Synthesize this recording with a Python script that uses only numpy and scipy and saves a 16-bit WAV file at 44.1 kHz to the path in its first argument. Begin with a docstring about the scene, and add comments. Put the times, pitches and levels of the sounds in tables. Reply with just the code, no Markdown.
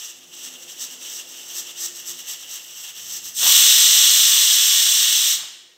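"""Wet steam seeps and spurts from a pressure cooker, then a shrill, noisy whistle blows for two seconds.
The cooker stands on a gas hob in a hard-walled kitchen, heard close up in mono.
Steam is noise shaped by the ringing of the vent and its weight; below it lie muffled bubbling, low hums and a rumble.
The whistle starts with a gulp as the weight lifts; when the weight settles the room rings out."""
import sys
import numpy as np
from scipy import signal
from scipy.fft import rfft, irfft
from scipy.io import wavfile
from scipy.ndimage import uniform_filter1d

SR = 44100
rng = np.random.default_rng(int(sys.argv[2]) if len(sys.argv) > 2 else 0)


def transcribe(u):
    """Save the signal u as a 16-bit wav file named by the first command-line argument.

    u: samples, shape (n,) or (channels, n), limited to [-1, 1]; the rate is SR.
    q: integer samples, one column per channel.
    """
    v = np.clip(np.atleast_2d(u).T, -1, 1)
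    q = np.round(v * 32767).astype(np.int16)
    wavfile.write(sys.argv[1], SR, q)


N = 254456
TIME = np.arange(N) / SR   # seconds
BINS = np.maximum(np.arange(N // 2 + 1) * SR / N, 1)   # frequencies in Hz, kept above zero

# Broad colour of the whistling jet. Each row: frequency in Hz, relative level in dB per Hz.
BLAST_COLOUR = [(40, -51), (90, -43), (350, -31), (700, -28.5), (1200, -16), (2450, -11.5), (2850, -5),
                (4700, -17.5), (8500, 2.5), (9200, -10), (11300, -17), (12500, -7), (15600, -13)]
# Ringing of the vent and hollow weight when lifted. Each row: centre in Hz, full width in Hz, boost in dB.
LIFTED_MODES = [(712, 51, 6.7), (1136, 33, 5.7), (1862, 92, 6.3), (2760, 53, 3.4), (2990, 195, 7.3),
                (3256, 110, 2.8), (3410, 204, 9.8), (3625, 27, 5.7), (3770, 100, 6.2), (4064, 1450, 15.3),
                (4600, 29, 1.9), (4950, 230, 3), (5220, 170, 3.5), (5656, 1120, 15.4), (6296, 490, 7.5),
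                (7430, 100, 4.8), (7650, 720, 4.3), (14250, 3800, 8.2)]
# Broad colour of the leak past the weight. Each row: frequency in Hz, relative level in dB per Hz.
LEAK_COLOUR = [(600, -19), (1000, -20), (2400, -13.5), (2800, -8), (4700, -5.5), (8200, 2.9), (9200, -7.5),
               (10800, -15), (12400, -1.5), (15600, -6.5)]
# Ringing of the vent and hollow weight when seated. Each row: centre in Hz, full width in Hz, boost in dB.
SEATED_MODES = [(766, 52, 8), (1210, 420, 10.5), (1843, 240, 12), (3680, 1040, 9), (5706, 1070, 13.5),
                (6250, 360, 4), (6420, 120, 6), (7670, 600, 8), (12400, 200, 5.5), (14800, 300, 7)]
# Narrow, hollow colour of the seep. Each row: frequency in Hz, relative level in dB per Hz.
SEEP_COLOUR = [(700, -20), (1900, -16), (2450, -15), (2780, 1), (2950, 2.5), (3500, -2.5), (4600, -20),
               (9000, -23)]
# Spurts as the seated weight rocks. 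Each row: time of reaching full level in seconds, hold in seconds,
# level in dB before the trim.
SPURTS = [(0.0, 0.056, -35), (0.091, 0.011, -37.5), (0.341, 0.088, -41), (0.445, 0.035, -35),
          (0.538, 0.0057, -43.5), (0.625, 0.0082, -40.5), (0.696, 0.031, -39), (0.812, 0.03, -29),
          (0.92, 0.015, -36.5), (1.024, 0.107, -36.5), (1.15, 0.048, -34), (1.287, 0.32, -42),
          (1.484, 0.026, -40.8), (1.56, 0.032, -27), (1.674, 0.035, -38.5), (1.808, 0.051, -27),
          (1.962, 0.04, -35.2), (2.084, 0.029, -30), (2.193, 0.009, -36.5), (2.291, 0.04, -31),
          (2.402, 0.028, -38.5), (2.51, 0.054, -33.0), (2.601, 0.24, -44), (2.775, 0.117, -37.5),
          (2.968, 0.129, -38.5), (3.112, 0.062, -30.5), (3.253, 0.042, -33.2)]
# Gulps of wet steam as the weight lifts and as it sinks back. Each row: time of reaching full level in
# seconds, hold in seconds, level in dB.
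GULPS = [(3.426, 0.052, -34.5), (5.37, 0.057, -49.5)]
# Broad colour of the gulps. Each row: frequency in Hz, relative level in dB per Hz.
GULP_COLOUR = [(50, -35), (100, -10), (180, -5.5), (450, -4), (900, 3.5), (1300, 4.5), (2200, -0.5),
               (4000, -43)]
# The weight touching its seat. Each row: start in seconds, strength in dB before the trim.
SEAT_TOUCHES = [(5.486, -32), (5.612, -42)]
# Bubbling and the hums under it. Each row: time in seconds, bubbling level in dB, level of the hums in dB.
BOIL_LEVELS = [(0, -57, -69), (0.3, -58, -59.5), (0.55, -53, -57.5), (1.05, -53, -56), (1.35, -53, -64),
               (2.1, -56, -55.5), (2.5, -56, -67), (2.9, -60, -70), (3.08, -59.5, -61), (3.7, -55, -67),
               (5.3, -60, -70), (5.77, -65, -70)]
# Broad colour of the bubbling. Each row: frequency in Hz, relative level in dB per Hz.
BOIL_COLOUR = [(90, -14.5), (220, -10), (310, -0.5), (480, -0.5), (700, -3), (1200, -8), (3000, -14)]
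# Low hums under the boil; the one near 351 Hz is perhaps a fan or the room.
# Each row: centre in Hz, half width in Hz, relative level in dB.
HUM_TONES = [(173, 22, -11), (256, 4.4, -5.5), (351.3, 4.1, 0), (507, 11, -9)]
# Loudness of the deep rumble. Each row: time in seconds, level in dB.
RUMBLE_LEVEL = [(0, -75.5), (1.2, -78), (1.7, -72), (2.9, -72), (3.08, -64), (3.7, -65), (4.5, -72.5),
                (5.28, -72), (5.41, -64), (5.53, -74), (5.77, -85)]
# Broad colour of the rumble. Each row: frequency in Hz, relative level in dB per Hz.
RUMBLE_COLOUR = [(30, -18), (55, -11), (75, -5.5), (105, -0.5), (140, -4.5), (185, 3.5), (300, -19),
                 (700, -36), (3000, -73)]
# Echoes of the kitchen. Each row: frequency in Hz, time to die by 60 dB in seconds, relative strength in dB.
KITCHEN_ECHO = [(300, 0.81, 0.5), (800, 0.79, 1.5), (2280, 0.93, 4.5), (3480, 0.86, -3), (4930, 0.78, 3.5),
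                (5800, .65, -3.5), (6900, .63, 5), (7800, 0.66, -1.5), (9500, 0.67, 1), (14000, 0.45, -1)]

# Steam is hollow below the first frequency; its sizzle lies above the second.
HOLLOW_HZ, SIZZLE_HZ = 4600, 11000
CUTOFF_HZ = 15750   # top of the final sound

# The weight starts to lift, takes a moment to open, and drops back.
LIFT_S, OPENING_S, DROP_S = 3.3355, 0.16, 5.331
# The jet sags as the pressure drains: full level, loss one second after opening, power of time it follows.
JET_DB, SAG_DB, SAG_CURVE = -13.5, 2.47, 1.38
# Level of the hollow part against the hiss; extra power of the opening that it needs.
HOLLOW_DB, HOLLOW_LAG = -3, 0.48
SHUT_DB_PER_S = 262
AFTERFLOW_DB, AFTERFLOW_DB_PER_S = -12, 69   # hollow flow that lingers while the weight beds in
# Water thrown out at the lift brightens the top for a moment.
JET_SIZZLE_DB, SPRAY_DB, SPRAY_S = 1, 3.5, 0.14

SPURT_RISE_DB_PER_S, SPURT_FALL_DB_PER_S = 367, 391
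# Trim of the spurts and tight hiss; untrimmed hiss that gets past a tightly seated weight.
SPURT_TRIM_DB, TIGHT_DB = 0.5, -51
# Starting level of the unchoked seep; it chokes when the untrimmed leak falls below the second level.
SEEP_DB, SEEP_CHOKE_DB = -41, -47
SEEP_DRYING_DB_PER_S = 0.7   # the seep weakens slowly
LEAK_SIZZLE_DB, SIZZLE_RISE_DB_PER_S = -0.4, 1.17   # the leak brightens as the pressure builds

GULP_RISE_DB_PER_S, GULP_FALL_DB_PER_S = 600, 168


def from_db(db):
    """Turn decibels into a gain."""
    return 10 ** (np.asarray(db) / 20)


def rms(x):
    """Average strength of a sound (root mean square)."""
    return np.sqrt(np.mean(x ** 2) + 1e-20)


def in_time(rows):
    """Read each column of a curve at every sample, joining its points by straight lines."""
    s, *columns = np.transpose(rows)
    return [np.interp(TIME, s, column) for column in columns]


def at_hz(points, hz, axis=1):
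    """Read one column of a table at any frequency, on a logarithmic scale."""
    columns = np.transpose(points)
    return np.interp(np.log(hz), np.log(columns[0]), columns[axis])


def colour(spectrum, modes=()):
    """Gain at each frequency: a broad slope with resonant humps, falling away below its lowest point."""
    humps = sum(boost / (1 + (2 * (BINS - hz) / width) ** 2) for hz, width, boost in modes)
    low_fade = np.minimum(BINS / spectrum[0][0], 1) ** 2
    return from_db(at_hz(spectrum, BINS) + humps) * low_fade


def filtered(x, gain):
    """Apply a gain at each frequency."""
    return irfft(rfft(x) * gain, N)


def turbulence(gain):
    """Rushing flow as coloured noise of rms 1."""
    noise = filtered(rng.standard_normal(N), gain)
    return noise / rms(noise)


def flutter(rate_hz):
    """A slow random wander of rms 1."""
    return turbulence(1 / (1 + (BINS / rate_hz) ** 2))


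def swells(events, rise_db_per_s, fall_db_per_s):
    """Summed power of events that each rise, hold and fall."""
    power = 0
    for s, hold, db in events:
        before = np.maximum(s - TIME, 0)
        after = np.maximum(TIME - s - hold, 0)
        power = power + from_db(db - rise_db_per_s * before - fall_db_per_s * after) ** 2
    return power


def steam(gain, sizzle_db, rough_db, rough_hz):
    """Turbulence chopped by the water it carries, split into a hollow lower part and a bright hiss of rms 1."""
    chopped = rng.standard_normal(N) * from_db(rough_db * flutter(rough_hz))
    source = filtered(chopped, gain)
    hollow = filtered(source, 1 / (1 + (BINS / HOLLOW_HZ) ** 16))
    sizzle = filtered(source, 1 / (1 + (SIZZLE_HZ / BINS) ** 16))
    hiss = source - hollow + sizzle * (from_db(sizzle_db) - 1)
    # one shared scale keeps the balance of the two parts
    return hollow / rms(hiss), hiss / rms(hiss)


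def blast():
    """The jet swells as the weight rises, sags with the pressure and is cut at the drop; its hollow part lingers."""
    opening = np.clip((TIME - LIFT_S) / OPENING_S, 0, 1)
    open_s = np.maximum(TIME - LIFT_S - OPENING_S, 0)
    shut_s = np.maximum(TIME - DROP_S, 0)
    jet = opening * from_db(JET_DB - SAG_DB * open_s ** SAG_CURVE)
    gap = from_db(-SHUT_DB_PER_S * shut_s)
    lingering = np.maximum(gap, from_db(AFTERFLOW_DB - AFTERFLOW_DB_PER_S * shut_s))

    sizzle_db = JET_SIZZLE_DB + SPRAY_DB * opening * np.exp(-open_s / SPRAY_S)
    hollow, hiss = steam(colour(BLAST_COLOUR, LIFTED_MODES), sizzle_db, rough_db=0.6, rough_hz=120)
    hollow_level = lingering * opening ** HOLLOW_LAG * from_db(HOLLOW_DB)
    return jet * (gap * hiss + hollow_level * hollow / rms(hollow))


def leak(close_s=0.033, waver_db=2.6, tremble_db=0.83):
    """Bright spurts over a hollow seep that chokes when the weight sits tight; both fade out at the lift."""
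    seated = np.clip((LIFT_S - TIME) / close_s + 1, 0, 1)
    spurt_power = swells(SPURTS, SPURT_RISE_DB_PER_S, SPURT_FALL_DB_PER_S)
    flow = np.sqrt(spurt_power + from_db(TIGHT_DB) ** 2)
    sizzle_db = LEAK_SIZZLE_DB + SIZZLE_RISE_DB_PER_S * np.minimum(TIME, LIFT_S)
    hollow, hiss = steam(colour(LEAK_COLOUR, SEATED_MODES), sizzle_db, rough_db=1.0, rough_hz=250)
    spurts = from_db(SPURT_TRIM_DB + tremble_db * flutter(25)) * flow * (hollow + hiss)

    unchoked = flow ** 2 / (flow ** 2 + from_db(SEEP_CHOKE_DB) ** 2)
    seep_db = SEEP_DB - SEEP_DRYING_DB_PER_S * TIME + waver_db * flutter(16)
    seep = unchoked * from_db(seep_db) * turbulence(colour(SEEP_COLOUR))
    return seated * (spurts + seep)


def gulp(rough_db=1.5):
    """Wet steam makes low, spluttering puffs at both ends of the jet."""
    puffs = np.sqrt(swells(GULPS, GULP_RISE_DB_PER_S, GULP_FALL_DB_PER_S))
    return puffs * from_db(rough_db * flutter(80)) * turbulence(colour(GULP_COLOUR))


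def ticks(decay_s=0.0014, trim_db=-6):
    """The weight touches its seat: very short cracks of noise with the colour of the seated valve."""
    strikes = 0
    for s, db in SEAT_TOUCHES:
        strikes = strikes + from_db(db) * (TIME >= s) * np.exp(-np.abs(TIME - s) / decay_s)
    return from_db(trim_db) * strikes * turbulence(colour(LEAK_COLOUR, SEATED_MODES))


def boil():
    """Bubbling muffled by the closed lid, low hums under it, and a rumble that swells near the lift and drop."""
    bubbling_db, hum_db = in_time(BOIL_LEVELS)
    rumble_db, = in_time(RUMBLE_LEVEL)
    bubbling = from_db(bubbling_db) * turbulence(colour(BOIL_COLOUR))
    hums = from_db(hum_db) * low_hums()
    rumble = from_db(rumble_db) * turbulence(colour(RUMBLE_COLOUR))
    return bubbling + hums + rumble


def low_hums(waver_db=3.0):
    """Low hums made of narrow bands of noise, each wavering on its own."""
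    hums = 0
    for hz, half_width, db in HUM_TONES:
        tone = turbulence(1 / (1 + ((BINS - hz) / half_width) ** 2))
        # even out the tone's own ups and downs before adding the waver
        steady = tone / np.sqrt(uniform_filter1d(tone ** 2, size=SR // 8) + 0.12)
        hums = hums + steady * from_db(db + waver_db * flutter(2.7))
    return hums / rms(hums)


def kitchen(x, wet_db=-10, first_echo_s=0.0032):
    """Dense wall echoes, built octave by octave as fading noise; the highest treble dies first."""
    t, response = TIME[:SR], 0
    for hz in 125 * 2 ** np.arange(8):
        edges = [hz / np.sqrt(2), min(hz * np.sqrt(2), 0.45 * SR)]
        band = signal.butter(2, edges, "band", fs=SR, output="sos")
        fade = np.exp(-np.log(1000) * t / at_hz(KITCHEN_ECHO, hz))
        response = response + signal.sosfilt(band, rng.standard_normal(SR)) * fade
    response = response * (t > first_echo_s)
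    response = response / np.sqrt(np.sum(response ** 2))
    # the walls hear the jet from all sides, so its humps are evened out
    sent = filtered(x, from_db(wet_db + at_hz(KITCHEN_ECHO, BINS, axis=2)))
    return signal.fftconvolve(sent, response)[:N]


def scene():
    """The valve's sounds fill the kitchen above the boil; both channels are alike."""
    valve = blast() + leak() + gulp() + ticks()
    mono = valve + kitchen(valve) + boil()
    return np.stack([mono, mono])


def record(dry, top=1.9):
    """The highest peaks are rounded, the deepest bass is lost and the top is cut steeply."""
    rounded = top * np.tanh(dry / top)
    bass_cut = 1 / (1 + (30 / BINS) ** 4)
    treble_cut = 1 / (1 + (BINS / CUTOFF_HZ) ** 400)
    return filtered(rounded, bass_cut * treble_cut)


dry = scene()
out = record(dry)
transcribe(out)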